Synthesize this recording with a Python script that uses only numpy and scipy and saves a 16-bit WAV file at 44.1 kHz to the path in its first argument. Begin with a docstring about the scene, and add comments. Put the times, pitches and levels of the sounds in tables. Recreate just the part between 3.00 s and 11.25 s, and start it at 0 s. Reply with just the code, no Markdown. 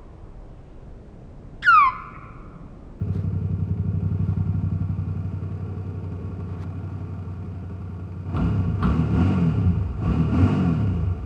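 """V-twin blipped in a workshop

A 90-degree V-twin motorcycle idles in a concrete workshop; the listener walks from silencer to handlebar.
Close to the silencer, two unevenly spaced firings per cycle thump through it, over clattering valves and gears.
Then come two groups of throttle blips: the airbox honks, the intake spits, and the revs sink back.
Clicks timed by the crank ring the resonances; noise makes gas, hiss, shoe scuffs and one faint knock;
sines make the drone."""
import sys
import numpy as np
from scipy import signal
from scipy.fft import rfft, irfft, next_fast_len
from scipy.io import wavfile
from scipy.ndimage import uniform_filter1d

SR = 44100
rng = np.random.default_rng(int(sys.argv[2]) if len(sys.argv) > 2 else 0)


def put_to_file(sound):
    """Save the sound as 16-bit audio at rate SR, in the file named by the first command-line argument."""
    columns = np.atleast_2d(sound).T  # one column per channel
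    safe = np.clip(columns, -1, 1)
    whole_steps = np.round(safe * 32767)
    wavfile.write(sys.argv[1], SR, whole_steps.astype(np.int16))


N = 363825
TIME = np.arange(N) / SR   # s

# Broad colour of the workshop air: [f/Hz, gain/dB]
AIR_COLOUR = [(60, -12), (300, 13), (1000, 3), (4000, -15), (10000, -22.5), (16000, -33)]
# Shoe scuffs, and one short faint knock at 1.089 s:
# [t/s, level/dB, spread/s, grit level relative to rub/dB]
SCUFFS_AND_KNOCK = [(0.146, -55.5, 0.017, -9), (0.191, -55.5, 0.033, -11), (1.089, -57, .003, -21),
                    (1.28, -58.5, 0.071, -14), (3.527, -53, 0.035, -25), (3.597, -51, 0.013, -32),
                    (3.628, -47, 0.011, -10.5)]
# Hollow hum of the side cover at idle, strongest where it faces the listener: [t/s, level/dB]
COVER_LEVEL = [(0, -44.5), (.6, -48.5), (1.1, -46.5), (1.8, -57.5), (2.4, -50), (3.2, -45.5), (3.9, -54),
               (5.25, -51)]
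COVER_REVS_DB = 14.5   # the cover hums this much louder at full revs

# Valve seatings: [place in the cycle/cycles, relative level/dB]
VALVE_SEATINGS = [(.08, -4), (.2, -1.5), (0.423, -9), (0.581, -3), (0.839, -2.5)]
# Broad colour of the valve and gear clatter: [f/Hz, gain/dB]
CLATTER_COLOUR = [(35, -14.5), (100, 8.5), (250, 14), (400, 1), (490, 0), (560, -10.5), (900, -10),
                  (1400, -17.5), (1700, -18), (2300, -21), (3000, -26), (3800, -29), (8500, -36),
                  (10500, -58.5), (15500, -60)]
# Resonances of the engine cases: [f/Hz, width/Hz, gain at the peak/dB]
CASE_RESONANCES = [(410, 31, 3.9), (662, 31, 10.55), (734.5, 68, 9.2), (914, 24, 8.7), (1118, 46, 10.3),
                   (1178, 79, 7.3), (1390.4, 53.6, 17.1), (2147, 50, 3.9), (2470, 150, 11.6),
                   (2880, 150, 5.9), (4760, 420, 6.1)]

# Sharp intake spits as the throttle snaps open: [t/s, level/dB, decay/s, pitch ratio]
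INTAKE_SPITS = [(5.364, -26.5, 0.009, 1.02), (5.376, -38, 0.0068, 0.86), (5.826, -23.5, 0.019, 1.05),
                (5.842, -30, 0.02, 0.96), (5.861, -38, 0.035, 0.91), (7.045, -35, .008, 0.9),
                (7.119, -35, 0.011, 1)]
# Throttle body resonances behind the spits: [f/Hz, width/Hz, relative level/dB]
THROTTLE_BODIES = [(1074, 110, 12), (1320, 85, 15), (2800, 640, -8), (4140, 1000, -18), (8000, 2500, -35)]
# Airbox resonances: [f/Hz, width/Hz, relative level/dB]
AIRBOX_RESONANCES = [(251.4, 11.2, 7.5), (298, 78, -8.5), (393, 40, -18)]
# Silencer resonances: [f/Hz, width/Hz, relative level/dB]
SILENCER_RESONANCES = [(78, 31, -5), (103, 16, 0), (168, 22, -7), (235, 50, -24), (282, 35, -27)]

# Harmonics of the cycle when revving: [multiple, relative level/dB, extra level at open throttle/dB]
CYCLE_HARMONICS = [(2, -5.5, 11), (3, 3.5, -6), (4, 4.5, -7), (5, -3.5, 4), (6, 2.5, 5), (7, -7, 5),
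                   (8, -7, 5), (9, -8, 7)]
# How the pipes pass those harmonics: [f/Hz, gain/dB]
PIPE_RESPONSE = [(40, -12), (56, 3.5), (70, 0), (82, 3), (96, 5.5), (108, -2), (122, -9), (145, -6),
                 (168, 4), (190, -4), (215, -12), (248, -3), (290, -12), (325, -18), (420, -16), (520, -28)]
DRONE_DB, DRONE_REVS_DB = -34.5, 12.5   # gain of the harmonics, and its rise up to full revs
MERGE_CYCLES_PER_S = (11, 26)   # the firings start to run together, and have fully merged

# The idle hunts a little: [t/s, four-stroke cycles per s]
IDLE_SPEED = [(0.0, 11.63), (0.5, 11.51), (0.75, 11.39), (1.2, 11.6), (1.6, 11.42), (2.3, 11.4),
              (2.75, 11.65), (3.2, 11.02), (3.5, 11.22), (3.85, 11.59), (4.4, 11.15), (5.0, 11.14),
              (5.29, 11.49)]
# Throttle blips: [t/s revs start to climb, t/s revs top out, top speed/cycles per s]
THROTTLE_BLIPS = [(5.324, 5.519, 35.75), (5.812, 6.0, 40.9), (6.138, 6.32, 49.0), (7.02, 7.203, 41.1),
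                  (7.32, 7.533, 51.3)]
START_PHASE, V_GAP = .266, 270 / 720   # cycles: crank at the start, and first firing to second
COAST_S, FRICTION_CYCLES_PER_S = 1.307, 29.4   # decay time towards minus the friction speed
GRIP_LEAD_CYCLES, GRIP_OPEN_CYCLES, GRIP_SHUT_S = .9, 1.3, .1
REV_SPAN_CYCLES_PER_S = 40   # climb above idle that counts as full revs
LOAD_FADE = 0.83   # share of the throttle's extra dB in each part's swell that is gone at full revs

# The walk from silencer to handlebar: [t/s, silencer walk level/dB, engine case walk level/dB]
LISTENER_WALK = [(0, -1.5, 0.5), (.8, -1.05, -1.5), (1.3, .5, 2), (1.7, -0.5, 1), (2.1, -3, 1.4),
                 (2.5, -5.5, 1.5), (3, -6.5, 1), (3.9, -7, 2), (4.4, -8, 0.5), (5, -8.5, 0)]
# Room sound at zero silencer walk level, and dB it gains for each dB that the silencer fades
ROOM_NEAR_DB, ROOM_GROWTH = -12.5, 1.27

# How each part swells:
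# [level at idle/dB, dB per dB of the walk, extra at full revs/dB, extra at full load/dB]
# Deep part of the note
BOOM_SWELL = (-25.5, 1, -9.5, 8)
# Middle part of the note, same columns
BARK_SWELL = (-30, 1.66, 4.5, 11.5)
# Upper part of the note, same columns
HONK_SWELL = (-43, 1.13, 8, 16)
# Lower part of the mechanical noise, same columns
RATTLE_SWELL = (-52.5, 1.5, 17.5, 13.5)
# Upper part of the mechanical noise, same columns
HISS_SWELL = (-63.5, 1, 20.5, 9.5)

CUTOFF_HZ = 15700   # top of the microphone's range


def from_db(db):
    """Decibels to gain."""
    return 10 ** (np.asarray(db) / 20)


def in_time(rows):
    """Each column of a curve table at every sample."""
    s, *columns = np.transpose(rows)
    return [np.interp(TIME, s, column) for column in columns]


def evened(x):
    """Hold the rms near 1 over about an idle cycle, keeping the single beats."""
    power = uniform_filter1d(x * x, size=3850)
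    power = uniform_filter1d(power, size=3850)
    return x / np.sqrt(np.abs(power) + 1e-14)


def cut(x, hz, kind, order=2):
    """Butterworth filter."""
    return signal.sosfilt(signal.butter(order, hz, kind, fs=SR, output="sos"), x)


def split(x, hz):
    """The parts below and above a frequency; they add up to the whole."""
    low = signal.sosfiltfilt(signal.butter(4, hz, fs=SR, output="sos"), x)
    return low, x - low


def resonance(x, hz, width):
    """Two-pole resonance with gain 1 on top."""
    r = np.exp(-np.pi * width / SR)
    zeros = np.array([1, 0, -1]) * (1 - r * r) / 2
    poles = [1, -2 * r * np.cos(2 * np.pi * hz / SR), r * r]
    return signal.lfilter(zeros, poles, x + 1e-18)


def ring(x, modes):
    """Parallel resonances of alternating sign."""
    out = 0
    for k, (hz, width, db) in enumerate(modes):
        out = out + (-1) ** k * from_db(db) * resonance(x, hz, width)
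    return out


def coloured(x, spectrum):
    """Give a sound a broad colour, interpolated over log frequency."""
    hz, db = np.transpose(spectrum)
    size = next_fast_len(N)
    bins = np.maximum(np.arange(size // 2 + 1) * SR / size, 1)
    gain = from_db(np.interp(np.log(bins), np.log(hz), db))
    return irfft(rfft(x, size) * gain, size)[:N]


def clicks(crank, share, scatter_db):
    """One click per cycle at a given crank position, each of its own strength."""
    turns = np.floor(crank - share)
    fired = np.diff(turns, prepend=turns[0])
    return fired * from_db(scatter_db * rng.standard_normal(N))


def puffs(strikes, decay_s):
    """Each click releases a dying burst of noise, its energy independent of the decay."""
    r = np.exp(-1 / (decay_s * SR))
    envelope = signal.lfilter([np.sqrt(1 - r * r)], [1, -r], strikes + 1e-18)
    return envelope * rng.standard_normal(N)


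def workshop(x, wet_db, t60=1.0):
    """Add the diffuse tail of a hard room, from 8 ms after the direct sound."""
    t = TIME[:SR]
    tail = rng.standard_normal(SR) * from_db(-60 * t / t60) * (t > .008)
    return x + from_db(wet_db) * signal.fftconvolve(x, tail / np.linalg.norm(tail))[:N]


def swell(part, walk_db, revs, load):
    """Level of one part in dB, from the listener's place, the revs and the load."""
    idle_db, walk_share, revs_db, load_db = part
    return idle_db + walk_share * walk_db + revs_db * revs + load_db * load


def room_air(level_db=-60):
    """The steady hush of the workshop: coloured noise."""
    air = coloured(rng.standard_normal(N), AIR_COLOUR)
    return from_db(level_db) * air / np.std(air)


def scuffs_and_knock():
    """A sole drags over concrete, a dull rub with grit on top; one short burst is a faint knock."""
    rub = cut(rng.standard_normal(N), [350, 1400], "band")
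    # cubed noise is spiky, like grit
    grit = cut(resonance(rng.standard_normal(N) ** 3, 3600, 1700), 13000, "low")
    rub, grit = rub / np.std(rub), grit / np.std(grit)
    out = np.zeros(N)
    for s, db, spread, grit_db in SCUFFS_AND_KNOCK:
        burst = np.exp(-.5 * ((TIME - s) / spread) ** 2)
        out += from_db(db) * burst * (rub + from_db(grit_db) * grit)
    return out


def side_cover(cover_db, hz=415, width=75):
    """Engine vibration, as steady noise, keeps one broad panel resonance humming."""
    hum = resonance(resonance(rng.standard_normal(N), hz, width), hz, 2 * width)
    return from_db(cover_db) * hum / np.std(hum)


def mechanism(crank, speed, clatter_db, hiss_db, whirr_db=1, tick_db=-10):
    """Valve seatings and the steady whirr of chains and gears ring the engine cases."""
    seatings = sum(from_db(db) * clicks(crank, share, scatter_db=3.0) for share, db in VALVE_SEATINGS)
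    force = evened(puffs(seatings, decay_s=0.011))
    force = force + from_db(tick_db) * evened(seatings)
    force = force + from_db(whirr_db) * rng.standard_normal(N)
    sound = coloured(force, CLATTER_COLOUR)
    for hz, width, db in CASE_RESONANCES:
        sound = sound + (from_db(db) - 1) * resonance(sound, hz, width)
    body, hiss = split(workshop(sound, wet_db=-6.5), 1474)
    # the clatter's level is set by its part above 371 Hz
    clatter = body / np.std(split(body, 371)[1])
    # a narrow band whistles in the hiss as the engine speeds up
    revving = np.clip((speed - 12) / 15, 0, 1)
    hiss = hiss + from_db(2.5) * revving * resonance(hiss, hz=2824, width=170)
    return from_db(clatter_db) * clatter + from_db(hiss_db) * evened(hiss)


def spits():
    """Sudden bursts of gas, dying away, ring the throttle bodies, each at its own pitch."""
    out = np.zeros(N)
    for s, db, decay, ratio in INTAKE_SPITS:
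        modes = [(hz * ratio, width, level) for hz, width, level in THROTTLE_BODIES]
        gas = rng.standard_normal(N)
        burst = (TIME >= s) * np.exp(-np.abs(TIME - s) / decay) + 1e-12
        out += from_db(db) * ring(burst * gas, modes) / np.std(ring(gas[:SR], modes))
    return workshop(out, wet_db=-6.5)


def intake(crank, throttle, shut_db=-24, open_db=-12, rough=1.0):
    """Each cylinder gulps air once per cycle and rings the airbox, harder with the throttle open."""
    gulps = clicks(crank, 0.034, scatter_db=1.5) + clicks(crank, .04 + V_GAP, scatter_db=-0.5)
    flow = gulps + rough * puffs(gulps, decay_s=0.01)
    honk = cut(ring(flow, AIRBOX_RESONANCES), 140, "high")
    return from_db(shut_db + (open_db - shut_db) * throttle) * evened(honk)


def exhaust(crank, speed, header_lead_s=0.0011, second_db=-0.5):
    """Two blow-downs per cycle; the second has the shorter header and arrives a little early."""
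    first = clicks(crank, 0, scatter_db=-1.5)
    second = clicks(crank + header_lead_s * speed, V_GAP, scatter_db=3.5)
    firings = first + from_db(second_db) * second
    flow = firings + .12 * puffs(firings, decay_s=.015)
    thump = cut(ring(flow, SILENCER_RESONANCES), 37, "high", order=3)
    return evened(cut(thump, 260, "low"))


def thumps(crank, speed, throttle, wet_db):
    """Single exhaust thumps at idle give way to the intake as the revs climb."""
    merged = np.interp(speed, [17, 28], [0, .86])
    return workshop((1 - merged) * exhaust(crank, speed) + intake(crank, throttle), wet_db, t60=.5)


def registers(note, silencer_db, revs, load):
    """The deep, middle and upper parts of the note swell separately with load and listening position."""
    boom, upper = split(note, 135)
    bark, honk = split(upper, 210)
    parts = (BOOM_SWELL, boom), (BARK_SWELL, bark), (HONK_SWELL, honk)
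    return sum(from_db(swell(part, silencer_db, revs, load)) * evened(x) for part, x in parts)


def drone(crank, speed, revs, throttle, waver_db=2.53):
    """At speed the firings run together into harmonics that swell as they glide through pipe resonances."""
    hz, pipe_db = np.transpose(PIPE_RESPONSE)
    out = np.zeros(N)
    for multiple, db, open_db in CYCLE_HARMONICS:
        waver = cut(rng.standard_normal(N), 16, "low")
        passed_db = np.interp(np.log(multiple * speed), np.log(hz), pipe_db)
        level = db + open_db * throttle + passed_db + waver_db * waver / np.std(waver)
        # the pipes delay high harmonics more, which spreads each pulse over the cycle
        lag = multiple * multiple / 7
        out += from_db(level) * np.sin(2 * np.pi * (multiple * crank - lag))
    merged = np.interp(speed, MERGE_CYCLES_PER_S, [0, 1])
    return workshop(merged * from_db(DRONE_DB + DRONE_REVS_DB * revs) * out, wet_db=-17, t60=.5)


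def blipped(idle):
    """Engine speed and throttle: a blip pulls the revs up, then drag and friction slow the flywheel."""
    speed, throttle = idle, np.zeros(N)
    for start, end, top in THROTTLE_BLIPS:
        before = np.interp(start, TIME, speed)
        climb = before + (top - before) * np.sin(np.pi / 2 * (TIME - start) / (end - start))
        coast = (top + FRICTION_CYCLES_PER_S) * np.exp((end - TIME) / COAST_S) - FRICTION_CYCLES_PER_S
        speed = np.select([TIME < start, TIME < end], [speed, climb], np.maximum(coast, idle))
        # the grip opens about a cycle before the revs answer, and shuts as they top out
        opening = ((TIME - start) * before + GRIP_LEAD_CYCLES) / GRIP_OPEN_CYCLES
        shutting = (end - TIME) / GRIP_SHUT_S
        throttle = throttle + np.clip(np.minimum(opening, shutting), 0, 1)
    return speed, throttle


def scene():
    """The crank angle times the beats of the engine; revs, load and the walk set the levels."""
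    idle, = in_time(IDLE_SPEED)
    silencer_db, cases_db = in_time(LISTENER_WALK)
    cover_db, = in_time(COVER_LEVEL)
    speed, throttle = blipped(idle)
    crank = START_PHASE + np.cumsum(speed) / SR   # cycles
    revs = (speed - idle) / REV_SPAN_CYCLES_PER_S
    load = throttle * (1 - LOAD_FADE * revs)

    cover = side_cover(cover_db + COVER_REVS_DB * revs)
    clatter_db = swell(RATTLE_SWELL, cases_db, revs, load)
    hiss_db = swell(HISS_SWELL, cases_db, revs, load)
    metal = mechanism(crank, speed, clatter_db, hiss_db)
    beats = thumps(crank, speed, throttle, ROOM_NEAR_DB - ROOM_GROWTH * silencer_db)
    note = registers(beats, silencer_db, revs, load) + drone(crank, speed, revs, throttle)
    return (room_air() + scuffs_and_knock() + cover + metal + spits() + note)[None]


def record(dry):
    """A small microphone sheds the deepest bass; the top is cut steeply."""
    thin = cut(dry, 27, "high", order=4)
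    return signal.sosfilt(signal.ellip(10, .1, 90, CUTOFF_HZ, fs=SR, output="sos"), thin)


dry = scene()
out = record(dry)
put_to_file(out)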